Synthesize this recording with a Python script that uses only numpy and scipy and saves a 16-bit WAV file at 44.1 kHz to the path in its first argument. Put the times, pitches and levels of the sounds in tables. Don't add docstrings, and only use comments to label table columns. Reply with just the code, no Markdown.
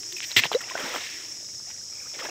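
import sys
import numpy as np
from scipy import signal
from scipy.fft import rfft, irfft
from scipy.io import wavfile
from scipy.ndimage import uniform_filter1d

SR = 44100
rng = np.random.default_rng(int(sys.argv[2]) if len(sys.argv) > 2 else 0)


def attenuation_scalar(level_db):
    decades = np.asarray(level_db, float) / 20
    return 10 ** decades


def generate_wav(signal):
    frames = np.transpose(np.atleast_2d(signal))
    scaled = np.clip(frames, -1, 1) * 32767
    pcm = np.round(scaled).astype(np.int16)
    wavfile.write(sys.argv[1], SR, pcm)


N = 101429


def read(points, hz):
    f, value = np.transpose(points)
    return np.interp(np.log(hz + 1), np.log(f + 1), value)


def evened(x):
    return x / np.sqrt(np.mean(x ** 2) + 1e-20)


def colour(x, points):
    gain = attenuation_scalar(read(points, np.fft.rfftfreq(N, 1 / SR)))
    return evened(irfft(rfft(x) * gain, N))


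def add(mix, s, sound):
    part = mix[round(s * SR):][:len(sound)]
    part += sound[:len(part)]


def cicadas():
    # f/Hz, bandwidth/Hz, level/dB, click rate/(1/s)
    bodies = [(5214, 440, -3, 210), (5438, 153, -3, 160), (5724, 104, -5, 210), (6163, 550, -7, 153),
              (6733, 350, -8, 140), (7600, 1070, -11.5, 210), (7940, 540, -22, 140), (8920, 130, -26, 220),
              (11140, 1300, -26.5, 330)]
    # t/s, level/dB
    chorus = [(0, -37.5), (.3, -37.5), (.58, -40), (2.3, -39)]
    t, out = np.arange(N) / SR, np.zeros(N)
    for hz, width, db, per_s in bodies:
        wander = uniform_filter1d(rng.standard_normal(N), size=800)
        clicks = np.cumsum(per_s * (1 + 1.6 * wander)) / SR
        decay = np.exp(-(clicks % 1) / 0.44)
        sound = (0.41 + decay) * rng.standard_normal(N)
        radius = np.exp(-np.pi * width / SR)
        resonance = [1, -2 * radius * np.cos(2 * np.pi * hz / SR), radius * radius]
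        for _ in range(2):
            sound = signal.lfilter([1], resonance, sound)
        out += attenuation_scalar(db) * evened(sound)
    return attenuation_scalar(np.interp(t, *np.transpose(chorus)) + 1.0) * evened(out)


def air():
    # f/Hz, level/dB per Hz
    wash_spectrum = [(25, -20), (100, 1.5), (350, -8), (600, -10.5), (1300, -38), (4000, -9.5), (9500, -19),
                     (16000, -23.5)]
    # t/s, level/dB
    tide_levels = [(0, -53.5), (.2, -57.5), (1.05, -76), (1.15, -53.5), (1.62, -65), (1.72, -72),
                   (2.3, -60)]
    # f/Hz, level/dB per Hz
    tide_spectrum = [(200, -52), (290, -1.5), (380, -3.5), (560, -24.5)]
    wash_db = -55.5
    lumps = evened(uniform_filter1d(rng.standard_normal(N), size=3000))
    wash = attenuation_scalar(wash_db + 0.8 * lumps) * colour(rng.standard_normal(N), wash_spectrum)
    tide_gain = attenuation_scalar(np.interp(np.arange(N) / SR, *np.transpose(tide_levels)))
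    return wash + tide_gain * colour(rng.standard_normal(N), tide_spectrum)


def blip(hz, cycles, rise):
    u = np.arange(0, 3 * cycles / hz, 1 / SR) * hz / cycles
    shape = (1 - np.exp(-u * 8)) ** 2 * np.exp(-2.2 * u)
    wave = np.sin(2 * np.pi * cycles * u * (1 + rise * u / 2)) * shape
    return wave - shape * wave.sum() / shape.sum()


def grains(lo_hz, hi_hz, per_s, cycles, spread_db, smooth, count=32):
    size = attenuation_scalar(spread_db * np.minimum(rng.exponential(1, N), 3))
    size = size * (rng.random(N) < per_s / SR)
    kind, out = rng.integers(0, count, N), np.zeros(N)
    for k, hz in enumerate(np.geomspace(lo_hz, hi_hz, count)):
        bubble = blip(hz, cycles, 0.22) * hz ** .5
        out += signal.oaconvolve(size * (kind == k), bubble)[:N]
    envelope = uniform_filter1d(abs(rfft(out)) ** 2, size=400) ** .5
    return evened(irfft(rfft(out) / envelope, N)) + smooth * rng.standard_normal(N)


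def water():
    # t/s, slosh level/dB, gurgle relative to slosh/dB
    pushes = [(0, -55.5, -4), (.3, -50, -11), (.6, -50, 0), (.73, -45, 0), (.8, -39.5, 4),
              (0.981, -36, -4.5), (1.06, -37.5, -16.5), (1.22, -47, -9.5), (1.45, -60, -3.5),
              (1.88, -62.5, -1), (1.93, -58, 1.5), (2.12, -58, -1.5), (2.3, -46, -14)]
    # t/s, length/s, spray level/dB, gurgle level/dB, mist level/dB
    splashes = [
        (0.122, 0.0057, -36.5, -65, -41),
        (0.166, 0.023, -41, -70, -46),
        (0.3643, 0.035, -13.5, -31, -27.5),
        (0.439, 0.028, -25, -32.5, -44),
        (0.515, 0.041, -35, -31.5, -47),
        (2.062, 0.022, -53, -55, -65),
    ]
    # t/s, length/s, slosh level/dB, gurgle level/dB, mist level/dB
    pours = [(0.214, 0.045, -32.5, -52, -53), (0.23, 0.088, -64, -70, -48), (0.29, 0.052, -42, -50, -51),
             (0.4, 0.054, -31.5, -43.5, -64), (0.604, 0.02, -40.5, -43.5, -46),
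             (0.682, 0.036, -40, -64, -55), (0.935, 0.049, -41, -36.5, -46), (2.12, 0.064, -48.5, -53, -62),
             (1.65, 0.089, -52.5, -62, -61), (2.174, 0.05, -38.5, -42.5, -55),
             (2.214, 0.068, -41.5, -37, -54), (2.279, 0.032, -55, -37.5, -64)]
    # t/s, level/dB
    spits = [(.36, -44), (.799, -43), (.817, -44), (.891, -43), (.939, -42), (.971, -44), (1.549, -54)]
    # f/Hz, level/dB per Hz
    slosh_spectrum = [(900, -53), (1600, -8.5), (1800, -1.5), (2350, -1.5), (3500, -4), (4200, -8.5),
                      (8000, -16), (12000, -47)]
    gurgle_spectrum = [(120, -20.5), (250, -6), (500, -1.5), (800, -3), (1400, -2.5), (2200, -8),
                       (4000, -27)]
    mist_spectrum = [(5000, -60), (7400, 8), (8600, -3.5), (10400, -19), (12200, -15), (13600, 3),
                     (15500, -2), (16000, -24)]
    spray_spectrum = [(900, -31), (1550, -44), (1780, 0.5), (2400, -2.5), (3400, -1.5), (4400, -8),
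                      (6000, -11), (9500, -36.5)]
    clump_db, mist_share_db, sag_db = 1.2, -17, -7.5
    attack_s, release_s, spit_s = .0015, .006, .003

    t = np.arange(N) / SR
    s, slosh_db, gurgle_share_db = np.transpose(pushes)
    clumps = uniform_filter1d(rng.standard_normal(N), size=300)
    clumps = evened(uniform_filter1d(clumps, size=300))
    db = np.interp(t, s, slosh_db) + clump_db * clumps
    gurgle_db = db + np.interp(t, s, gurgle_share_db)
    power = attenuation_scalar(2 * np.array([db, gurgle_db, db + mist_share_db, db - 99]))
    for start, length, spray_db, gurgle_db, mist_db in splashes:
        u = t - start
        attack = np.clip(u / attack_s, 0, 1)
        sag = attenuation_scalar(sag_db * np.clip(u / length, 0, 1))
        release = np.exp(-np.maximum(u - length, 0) / release_s)
        levels = attenuation_scalar(np.array([gurgle_db, mist_db, spray_db]))
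        power[1:] += (levels[:, None] * (attack * sag * release)) ** 2
    for start, length, *levels_db in pours:
        swell = np.sin(np.pi * np.clip((t - start) / length, 0, 1) ** 1.17)
        power[:3] += (attenuation_scalar(np.array(levels_db))[:, None] * swell) ** 2
    for start, mist_db in spits:
        burst = np.exp(-((t - start - spit_s / 2) / spit_s * 2) ** 2)
        power[2] += attenuation_scalar(2 * mist_db) * burst
    swarms = [colour(grains(1176, 7540, 2500, 7.8, 1.8, 1.0), slosh_spectrum),
              colour(grains(283.3, 2604, 1000, 8.0, 4.4, 0.83), gurgle_spectrum),
              colour(grains(6000, 16000, 12000, 8., 1.5, 1.2), mist_spectrum),
              colour(grains(1183, 8050, 2500, 7.8, 2.1, 0.83), spray_spectrum)]
    return (np.sqrt(power) * swarms).sum(0)


def tick(hz, cycles=1.188):
    u = np.arange(0, 4 * cycles / hz, 1 / SR) * hz - 2 * cycles
    return -np.sin(2 * np.pi * u) * np.exp(-(2 * u / cycles) ** 2)


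def drops():
    # t/s, level/dB, f/Hz
    strikes = [(0.033, -15.5, 2730), (.052, -33, 2750), (0.1259, -9, 4000), (.2041, -4, 2730),
               (0.2434, -39, 2450), (0.311, -11, 3420), (0.3642, 8, 2900), (.3737, 6, 3400),
               (.3773, 0, 3300), (.387, 2, 2700), (1.4105, -24, 3280), (1.549, -36, 2400),
               (.3938, 3.5, 2300), (0.4542, -7, 740), (0.5155, -4, 893), (0.6998, -8, 2320),
               (.96, -5, 1180), (1.4885, -26, 2020), (1.4482, -30, 2880), (1.6001, -28.5, 1150),
               (1.703, -21, 1940), (2.201, -14, 2530), (2.257, -23, 1800)]
    # t/s, level/dB, f/Hz, cycles
    bubbles = [(0.1658, -20.5, 2530, 15), (0.183, -23.5, 2410, 13), (0.3161, -12.5, 3900, 7.5),
               (0.338, -38, 3600, 74), (.366, -4, 1980, 5.2), (0.3738, -4, 2120, 5.5),
               (0.3766, -7, 2000, 1.7), (0.391, -8, 2560, 8.4), (0.394, -13, 1850, 9.3),
               (0.4368, 1, 2580, 3.6), (0.442, -9.5, 1240, 0.88), (0.5307, -5.5, 3300, 2.7),
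               (0.539, -12.5, 2960, 5), (0.542, -19, 433, 2.7), (0.5475, -17.5, 3860, 35),
               (.549, -23.5, 1960, 8.5), (0.606, -22, 1830, 7.1), (0.673, -32.5, 750, 4.4),
               (0.7086, -24.5, 1016, 13.7), (.753, -12.5, 653, 2.4), (0.7532, -16.5, 1485, 8.9),
               (.778, -11, 1930, 3.5), (0.859, -23, 2220, 6.3), (1.7124, -25, 2420, 2.3),
               (1.7635, -31.5, 2170, 2.7), (2.1412, -29.5, 3450, 12), (2.149, -34, 563, 6.2),
               (2.205, -22, 1810, 5.7), (2.2111, -26, 508, 5.3), (2.22, -25.5, 1240, 8.8),
               (2.248, -24.5, 900, 7.1), (2.257, -24.5, 620, 3.6), (2.265, -26, 1660, 15),
               (2.287, -24, 716, 4.5)]
    # t/s, level/dB, f/Hz
    beads = [(0.519, -25, 4000), (.5213, -27, 3320), (.5468, -29, 4640), (.5862, -40, 3445),
             (.5921, -33, 2100), (.6096, -26.5, 1360), (.636, -27, 2030), (.6395, -27.5, 2710),
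             (.6909, -29, 2370), (.7174, -23.5, 1900), (.7892, -25, 485), (.7952, -23.5, 3180),
             (0.7955, -24, 1510), (.8047, -28, 2740), (.8321, -34, 1640), (.8526, -29.5, 870),
             (.877, -25, 2070), (.884, -26, 3720), (0.901, -27, 1980), (0.9394, -21.5, 1320),
             (.9453, -20.5, 760), (.9498, -21.5, 3240), (.9598, -19.5, 2020), (1.0087, -26, 3700),
             (1.039, -24, 2130), (1.1686, -30.5, 1940), (1.4053, -40.5, 600), (1.4263, -41, 620),
             (1.4477, -40, 3760), (1.4981, -41, 2220), (1.662, -42, 1894), (1.748, -46, 1520),
             (1.78, -40, 1880), (1.813, -45, 1550), (1.97, -41, 3360), (2.012, -43, 1680),
             (2.0593, -37, 1240), (2.1386, -36, 610), (2.145, -36, 2280), (2.152, -36, 2240),
             (2.167, -34.5, 395), (2.1933, -26, 2020), (2.197, -28, 3020), (2.197, -32, 430),
             (2.2459, -33, 3800), (2.2524, -33, 2630), (2.2958, -28, 2580)]
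    # t/s, peak level/dB, f/Hz, length/s, rise as a share of f
    gulps = [
        (0.122, -44, 346.4, 0.06, 0.12),
        (0.3655, -33, 107.5, 0.061, 0.22),
        (.366, -24, 310, 0.0079, 0.11),
        (0.399, -37.5, 241, 0.025, 0.11),
        (0.451, -36, 148, 0.022, 0.1),
        (0.5468, -14, 432, 0.031, 0.41),
        (0.839, -35.5, 205, 0.012, 0.38),
        (1.665, -54, 618, 0.061, 0.75),
    ]
    bead_s = 0.0063
    out = np.zeros(N)
    for s, db, hz, cycles in bubbles:
        add(out, s, attenuation_scalar(db) * blip(hz, max(cycles, 1), 0.028))
    for s, db, hz in beads:
        add(out, s, attenuation_scalar(db) * blip(hz, hz * bead_s, 0.013))
    for s, db, hz in strikes:
        add(out, s - 1 / hz, attenuation_scalar(db - 12) * tick(hz))
    for s, db, hz, length, rise in gulps:
        u = np.arange(0, length, 1 / SR) / length
        wave = np.sin(2 * np.pi * hz * length * u * (1 + rise * u / 2))
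        shape = np.minimum(u * 8, 1) * np.cos(np.pi / 2 * u ** 1.3) ** 2
        add(out, s, attenuation_scalar(db) * wave * shape)
    return out


def whines():
    # start t/s, length/s, top t/s, top f/Hz, bend/(Hz/s^2)
    flights = [
        (1.89, .17, 2.025, 14560, 105000),
        (1.96, .18, 2.066, 13780, 115000),
        (1.995, .11, 2.071, 13010, 100000),
        (2.05, .075, 2.091, 15340, 330000),
    ]
    whine_db = -65
    out = np.zeros(N)
    for start, length, top_s, top_hz, bend in flights:
        t = np.arange(0, length, 1 / SR)
        turns = np.cumsum(top_hz - bend * (t + start - top_s) ** 2) / SR
        swell = np.sin(np.pi * t / length) ** .5
        add(out, start, attenuation_scalar(whine_db) * swell * np.sin(2 * np.pi * turns))
    return out


def trickle():
    # start t/s, length/s, level/dB
    runoff = (1.91, .25, -55)
    # f/Hz, level/dB per Hz
    runoff_spectrum = [(1900, -26), (2200, -3), (2450, 2), (2800, -25)]
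    start, length, db = runoff
    swell = np.sin(np.pi * np.clip((np.arange(N) / SR - start) / length, 0, 1)) ** 0.39
    bubbles = grains(2080, 2330, 300, 9.0, 3.2, .3, count=6)
    return attenuation_scalar(db) * swell * colour(bubbles, runoff_spectrum)


def scene():
    mono = cicadas() + air() + water() + drops() + whines() + trickle()
    return np.array([mono, mono])


def low_pass(x):
    return signal.sosfilt(signal.butter(12, 16650, fs=SR, output="sos"), x)


def record(dry):
    edge_hz = 15780
    lowpass = signal.firwin(1023, edge_hz, window=("kaiser", 9), fs=SR)
    mix = signal.oaconvolve(dry, lowpass[None], "same")
    mix = mix * np.minimum(np.arange(N, 0, -1) / 100, 1)
    return low_pass(mix)


dry = scene()
out = record(dry)
generate_wav(out)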